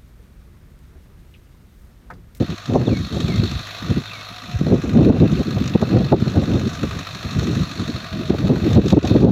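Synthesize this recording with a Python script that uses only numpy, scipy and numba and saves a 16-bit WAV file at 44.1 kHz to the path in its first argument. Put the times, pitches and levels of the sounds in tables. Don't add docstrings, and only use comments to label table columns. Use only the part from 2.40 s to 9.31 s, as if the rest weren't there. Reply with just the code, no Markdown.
import sys
import numpy as np
from scipy import signal
from scipy.fft import rfft, irfft, next_fast_len
from scipy.io import wavfile
from scipy.ndimage import uniform_filter1d
from numba import njit

SR = 44100
rng = np.random.default_rng(int(sys.argv[2]) if len(sys.argv) > 2 else 0)


def gain_from_db(level_db):
    decades = np.asarray(level_db, float) / 20
    return 10 ** decades


def dump(signal):
    limited = np.clip(np.atleast_2d(signal).T, -1, 1)
    pcm = np.round(limited * 32767).astype(np.int16)
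    wavfile.write(sys.argv[1], SR, pcm)


N = 304731

# t/s, f/Hz
SPEED = [(0.0, 51.43), (0.5, 51.2), (1.0, 51.54), (1.5, 51.5), (2.0, 53.0), (2.5, 52.21), (3.0, 52.25),
         (3.5, 52.05), (4.0, 50.66), (4.5, 50.56), (5.0, 49.7), (5.5, 48.47), (6.0, 46.17), (6.5, 46.32),
         (7.0, 46.85)]


def tractor():
    start = 2.85
    firings = start + np.cumsum(curve(*np.transpose(SPEED))) / SR
    tonal = exhaust(firings) + gears(firings)
    return clatter(firings) + 2 ** .5 * tonal + cracks()


CYLINDER_DB = [
    0,
    -3.5,
    -4,
    -5,
]
# f/Hz, width/Hz, level over the body/dB
PANELS = [(690, 200, -15.5), (1239, 193, 4.5), (1478, 80, 1.5), (1920, 210, 1), (2626, 237, 8.5),
          (3780, 1400, 0.5), (4280, 290, 11.5), (5530, 100, -28), (6710, 1800, 8.5), (10350, 1200, 2),
          (11260, 500, -7), (13000, 800, 4.5), (3620, 19, 6), (4220, 47, -8), (1645, 18, 6)]
# t/s, block level/dB, brightness/dB
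EFFORT = [(0, -41, 0), (.44, -41.5, -2.5), (.62, -41.5, 2), (.95, -37.5, 1.5), (1.45, -38.5, 1),
          (2.05, -41, 0), (2.5, -39.5, -3), (3.1, -38.5, -1), (3.77, -39.5, -1), (4.5, -36.5, -1.5),
          (5.2, -37.5, -0.5), (6.2, -39.5, -1), (6.31, -36, 0.5), (6.41, -40, -0.5), (6.5, -37, 2),
          (6.61, -37, -1.5), (6.67, -36, 3), (6.91, -44.5, -1)]
# level over the block/dB, gain per dB of brightness/dB
PART_MIX = [
    (-1, 1.5),
    (-9.5, 0.7),
    (-21, .7),
]


def clatter(firings):
    firing, phase = firings.astype(int), firings % 1
    chance = rng.standard_normal((firing[-1] + 1, 1 + len(PANELS))).T
    knock_db = np.array(CYLINDER_DB)[firing % 4] + 0.8 * chance[0][firing]
    knock = gain_from_db(knock_db) * np.tanh(phase / .1) * np.exp(-phase / .36)

    struck = rng.random(N) < 900 / SR
    ticks = struck * gain_from_db(4.6 * rng.exponential(size=N)) * rng.standard_normal(N)
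    drive = knock * (rng.standard_normal(N) + level(ticks, -18))
    drive += gain_from_db(-12 + 1.2 * walk(12)) * rng.standard_normal(N)
    drive /= np.sqrt(uniform_filter1d(drive ** 2, size=6000))

    rung = drive + gain_from_db(3) * svf(rng.standard_normal(N), np.full(N, 10000.), 1.0, True)
    strike_db = 2.5
    for (hz, width, db), blow in zip(PANELS, chance[1:]):
        jolt = 1 + .008 * walk(3)
        patchy_db = (1.3 + hz / 9000) * walk(5)
        struck_panel = drive * gain_from_db(strike_db * blow[firing])
        rung += gain_from_db(db + patchy_db) * svf(struck_panel, hz * jolt, width / hz, True)

    s, block_db, bright_db = np.transpose(EFFORT)
    over_db = [0] + [db + share * bright_db for db, share in PART_MIX]
    return sum(gain_from_db(curve(s, block_db + db)) * part for part, db in zip(parts(rung), over_db))


# f/Hz, density/dB per Hz
BODY = [(24, -66), (40, -31), (114, -5.5), (404, -5.5), (715, 2), (831, -8.5), (1180, -2), (1750, -5),
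        (2540, -9), (2810, -11), (3780, -2), (4850, -17.5), (5500, -13), (8810, -34.5), (15200, -31)]
# lowest f/Hz, highest f/Hz
PARTS_HZ = [
    (1000, 3200),
    (3300, 4700),
    (4800, 8000),
    (9000, 15000),
]


def parts(x):
    size = next_fast_len(N + 4096)
    hz = np.arange(2049) * SR / 4096 + 1
    body_hz, body_db = np.transpose(BODY)
    colour_db = np.interp(np.log(hz), np.log(body_hz), body_db)
    cepstrum = irfft(np.log(gain_from_db(colour_db)))
    cepstrum[1:2048] *= 2
    cepstrum[2049:] = 0
    response = irfft(np.exp(rfft(cepstrum)))
    y = rfft(x, size) * rfft(response, size)

    hz = np.arange(len(y)) * SR / size
    seams = [np.clip((hz - lo) / 300 + 1, 0, 1) for lo, hi in PARTS_HZ[1:]]
    seams = [0 * hz + 1] + seams + [0 * hz]
    out = []
    for k, (lo, hi) in enumerate(PARTS_HZ):
        inside = (hz > lo) & (hz < hi)
        rms = np.sqrt(2 * np.sum(abs(y[inside]) ** 2) / size / N)
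        out.append(irfft(y * (seams[k] - seams[k + 1]), size)[:N] / rms)
    return out


# multiple of the firing rate, level/dB
EXHAUST = [
    (1, -57),
    (2, -45),
    (3, -58),
]


def exhaust(firings):
    return sum(gain_from_db(db + 2.5 * walk(20)) * np.sin(2 * np.pi * k * firings) for k, db in EXHAUST)


# t/s, length/s, level/dB
GEAR_SONG = [
    (1.94, 0.29, -48.5),
    (5.38, .4, -49.5),
    (5.74, 0.19, -40.5),
]


def gears(firings):
    teeth = 13.55
    load = np.sqrt(abs(spells(GEAR_SONG, rest_db=-60.5, edge_s=0.092)))
    return load * gain_from_db(3.5 * walk(30)) * np.sin(2 * np.pi * teeth * firings + 1.0 * walk(40))


# t/s, peak level/dB
CRACKS = [(0.2573, -26.5), (1.0363, -28.5), (1.1133, -24), (1.2685, -29), (3.24, -26), (3.257, -26),
          (3.277, -19), (3.296, -26), (6.3046, -28), (6.3305, -22), (6.348, -28), (6.4595, -26),
          (6.4822, -19), (6.502, -16), (6.5235, -30), (6.629, -22), (6.6503, -16.5), (6.673, -20),
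          (6.693, -31), (6.845, -29)]


def cracks():
    blow, t = np.zeros(N), np.arange(1000) / SR
    for at, db in CRACKS:
        blow[int(at * SR):][:len(t)] += gain_from_db(db - 7) * np.exp(-t / .0035) * np.tanh(t / .0004)
    bright = signal.butter(6, (2600, 7000), "band", fs=SR, output="sos")
    dull = signal.butter(2, (900, 2800), "band", fs=SR, output="sos")
    burst = level(signal.sosfilt(bright, rng.standard_normal(N)), 0)
    body = level(signal.sosfilt(dull, rng.standard_normal(N)), -3.5)
    return blow * (burst + body)


# t/s, length/s, level/dB, rasp under the thump/dB
GUSTS = [(-.05, 0.092, -24, -13), (0.097, 0.041, -26, -20), (0.291, 0.22, -20.5, -11.5),
         (0.548, 0.12, -22, -21.5), (0.714, 0.351, -23.5, -14.5), (1.053, .16, -24.5, -25.5),
         (1.413, .2, -28, -18.5), (2.09, 0.09, -27, -24), (2.196, 0.202, -22, -19),
         (2.431, .09, -19.5, -16), (2.533, 0.327, -14, -14), (2.885, 0.15, -20.5, -24),
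         (3.064, 0.32, -22, -16.5), (3.368, 0.267, -20.5, -16), (3.63, .42, -21, -15),
         (4.062, .16, -21, -16.5), (4.232, 0.259, -24, -17.5), (4.506, 0.122, -28.5, -19),
         (4.686, .27, -32.5, -24), (4.959, 0.281, -19.5, -17.5), (5.26, 0.22, -32.5, -22),
         (5.375, 0.294, -32, -17), (5.725, .16, -27.5, -19), (5.897, .18, -18.5, -17.5),
         (6.098, 0.1, -20, -12.5), (6.226, .36, -19.5, -15), (6.59, 0.049, -29.5, -21),
         (6.635, 0.15, -17, -11), (6.798, .2, -13, -11)]
# t/s, level/dB, length/ms, rasp under the thump/dB
SLAMS = [(0.0, -12, 55, -9), (0.355, -18, 39, 5), (0.482, -14.5, 21, -5), (0.518, -10, 48, -10.5),
         (0.843, -9, 27, -29), (0.949, -12, 22, -21.5), (0.991, -7.5, 31, -26), (1.51, -12, 31, -12),
         (2.215, -7, 9.3, -16.5), (2.331, -10.5, 57, -9.5), (2.557, -10, 54, -16), (2.627, -15, 40, -14.5),
         (2.705, -6.5, 26, -10), (2.832, -7.5, 41, -6.5), (2.997, -14.5, 52, -13.5), (3.356, -3, 13, -15.5),
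         (3.43, -13, 22, -1.5), (3.562, -9.5, 94, -12.5), (3.735, -2.5, 27.7, -3.5), (3.825, -11, 14, -21),
         (3.974, -11.5, 55, -13), (4.145, -13, 91, -17), (5.906, -8.5, 14.3, -14), (6.104, -10, 28, -10),
         (6.377, -3.5, 57, -16), (6.535, 0, 25, -11), (6.577, 1, 24, -13), (6.714, -5, 16.3, -14.5),
         (6.762, -11.5, 36, -3), (6.858, -14.5, 54, -9)]
# t/s, level/dB, rasp under the thump/dB
PUFFS = [(.102, -16.5, -18), (.308, -19.5, -19), (0.411, -18, -17), (0.649, -24, -32.5), (.769, -15, -14),
         (.896, -16.5, -15), (1.039, -16, -16.5), (1.159, -12, -37), (1.574, -14.5, -19),
         (2.16, -11.5, -39), (2.272, -15.5, -8), (2.45, -22, -14.5), (2.927, -11, -22),
         (3.172, -16.5, -2.5), (3.211, -12, -19), (3.88, -16, -9.5), (4.031, -17.5, -6.5),
         (4.275, -14, -26.5), (4.44, -12.5, -12.5), (4.856, -18, -17), (4.98, -11.5, -28.5),
         (5.224, -10.5, -34), (5.403, -18, -19), (5.494, -20, -13.5), (5.549, -17, -25), (5.944, -19.5, 2),
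         (6.047, -13, -12.5), (6.23, -10.5, -21), (6.463, -15.5, -17), (6.651, -19.5, 3)]


def wind():
    calm_db, calm_rasp_db, edge_s, puff_ms = -46.5, -23, 0.022, 32.2
    t = np.arange(N) / SR
    flutter = gain_from_db(2 * walk(30) + 2.3 * walk(70)) ** 2
    power = spells(GUSTS, calm_db, edge_s) * flutter
    gust_rasp_db = [row[3] for row in GUSTS] + [calm_rasp_db]
    weighted_rasp = spells(GUSTS, calm_db, edge_s, gust_rasp_db) * flutter
    puffs = [(at, db, puff_ms, rasp_db) for at, db, rasp_db in PUFFS]
    for at, db, ms, rasp_db in list(SLAMS) + puffs:
        spread = ms * 0.00023
        near = slice(max(int((at - 4 * spread) * SR), 0), int((at + 4 * spread) * SR))
        swell = gain_from_db(db - 1.42) ** 2 * np.exp(-((t[near] - at) / spread) ** 2 / 2)
        power[near] += swell
        weighted_rasp[near] += swell * rasp_db
    rasp_db = weighted_rasp / power

    thump_hz, thump_hz_per_rasp_db = 292, 5.5
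    corner = (thump_hz + thump_hz_per_rasp_db * rasp_db) * 1.095 * gain_from_db(1.94 * walk(60))
    corner = np.clip(corner, 60, 400)
    thump = low(rng.standard_normal(N), corner, 1.64)
    thump = low(low(thump, 1.226 * corner, 1.16), 385.0, 0.96)
    thump = signal.sosfilt(signal.butter(2, 75, "high", fs=SR, output="sos"), thump)

    reach = 560 * gain_from_db(0.13 * (rasp_db - calm_rasp_db) + 2.0 * walk(50))
    rasp = svf(rng.standard_normal(N), np.full(N, 450.), 0.84, True)
    rasp = low(low(rasp, reach, 1.42), 1.49 * reach, 1.9)
    rasp_gain = gain_from_db(rasp_db + 1.03 + 2.9 * walk(120))
    flow = (even(thump, 500, 0.19) + rasp_gain * even(rasp, 300, 0.25)) * np.sqrt(power)
    port = signal.butter(3, 64, "high", fs=SR, output="sos")
    return signal.sosfilt(port, low(flow, 1040.0, 1.48))


# share of its length, f/Hz, level/dB
WHISTLE = [(0, 3750, -12), (.07, 3720, 2), (.18, 3350, 0), (.22, 3000, -20), (.27, 2700, -1),
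           (.4, 2400, -4), (.7, 2180, 0), (.93, 2180, -1), (1, 2220, -18)]
# t/s, length/s, pitch factor, level/dB
BIRD = [
    (.455, .14, 1.01, -43),
    (.835, .135, .975, -41),
    (1.235, .15, .98, -47),
    (1.66, .165, 1., -41.5),
]


def bird():
    out = np.zeros(N)
    share, hz, db = np.transpose(WHISTLE)
    waver, hoarse = 1 + .012 * walk(200), gain_from_db(3 * walk(150))
    for at, length, factor, note_db in BIRD:
        u = np.linspace(0, 1, int(length * SR))
        start = int(at * SR)
        pitch = np.interp(u, share, hz) * factor * waver[start:][:len(u)]
        loudness = gain_from_db(np.interp(u, share, db) + note_db)
        out[start:][:len(u)] += loudness * np.sin(2 * np.pi * np.cumsum(pitch) / SR)
    echoes = gain_from_db(-15) * np.roll(out, int(0.03 * SR)) + gain_from_db(-18) * np.roll(out, int(.1 * SR))
    return 2 ** .5 * hoarse * (out + echoes)


def spells(rows, rest_db, edge_s, weight=None):
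    on, weight = np.zeros(N), weight or [1] * (len(rows) + 1)
    for row, w in zip(rows, weight):
        on[max(int(row[0] * SR), 0):int((row[0] + row[1]) * SR)] += w * gain_from_db(2 * row[2])
    k = max(int(edge_s * SR), 1)
    soft = uniform_filter1d(uniform_filter1d(on, k), k // 2 + 1)
    return weight[-1] * gain_from_db(2 * rest_db) + soft


def even(x, size, share):
    local_power = uniform_filter1d(uniform_filter1d(x ** 2, size), size)
    return level(x / local_power ** share, 0)


def level(x, db):
    return x * gain_from_db(db) / np.sqrt(np.mean(x ** 2))


def curve(s, value):
    return np.interp(np.arange(N) / SR, s, value)


def walk(rate):
    k = int(SR / rate)
    held = np.repeat(rng.standard_normal(N // k + 1), k)
    return 1.35 * uniform_filter1d(uniform_filter1d(held, k), k)[:N]


def low(x, hz, damp):
    return svf(x, hz * np.ones(N), damp, False)


@njit
def svf(x, hz, damp, band):
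    y, b, l = np.empty(len(x)), 0., 0.
    for i in range(len(x)):
        g = np.tan(np.pi * hz[i] / SR)
        v = (b + g * (x[i] - l)) / (1 + g * (g + damp))
        lowpass = l + g * v
        b, l = 2 * v - b, 2 * lowpass - l
        y[i] = damp * v if band else lowpass
    return y


@njit
def follow(x, attack, release):
    y, e = np.empty(len(x)), 0.
    for i in range(len(x)):
        e += (abs(x[i]) - e) * (attack if abs(x[i]) > e else release)
        y[i] = e
    return y


def scene():
    return (tractor() + wind() + bird())[None]


def top_cut(x):
    return signal.sosfilt(signal.butter(12, 15380, fs=SR, output="sos"), x)


def record(dry):
    ceiling, treble_hz, knee, duck_power = .8, 5460, .3, 0.64
    ahead = np.append(dry[0, 60:], np.zeros(60))
    gain = np.minimum(1, ceiling / (follow(ahead, 0.1, 0.0002) + 1e-9))
    treble = signal.sosfiltfilt(signal.butter(2, treble_hz, "high", fs=SR, output="sos"), dry)
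    duck = np.minimum(1, knee / (follow(ahead, 0.016, 0.00046) + 1e-9)) ** duck_power
    held = np.clip((dry - (1 - duck) * treble) * gain, -.88, .88)
    return top_cut(held)


dry = scene()
out = record(dry)
dump(out)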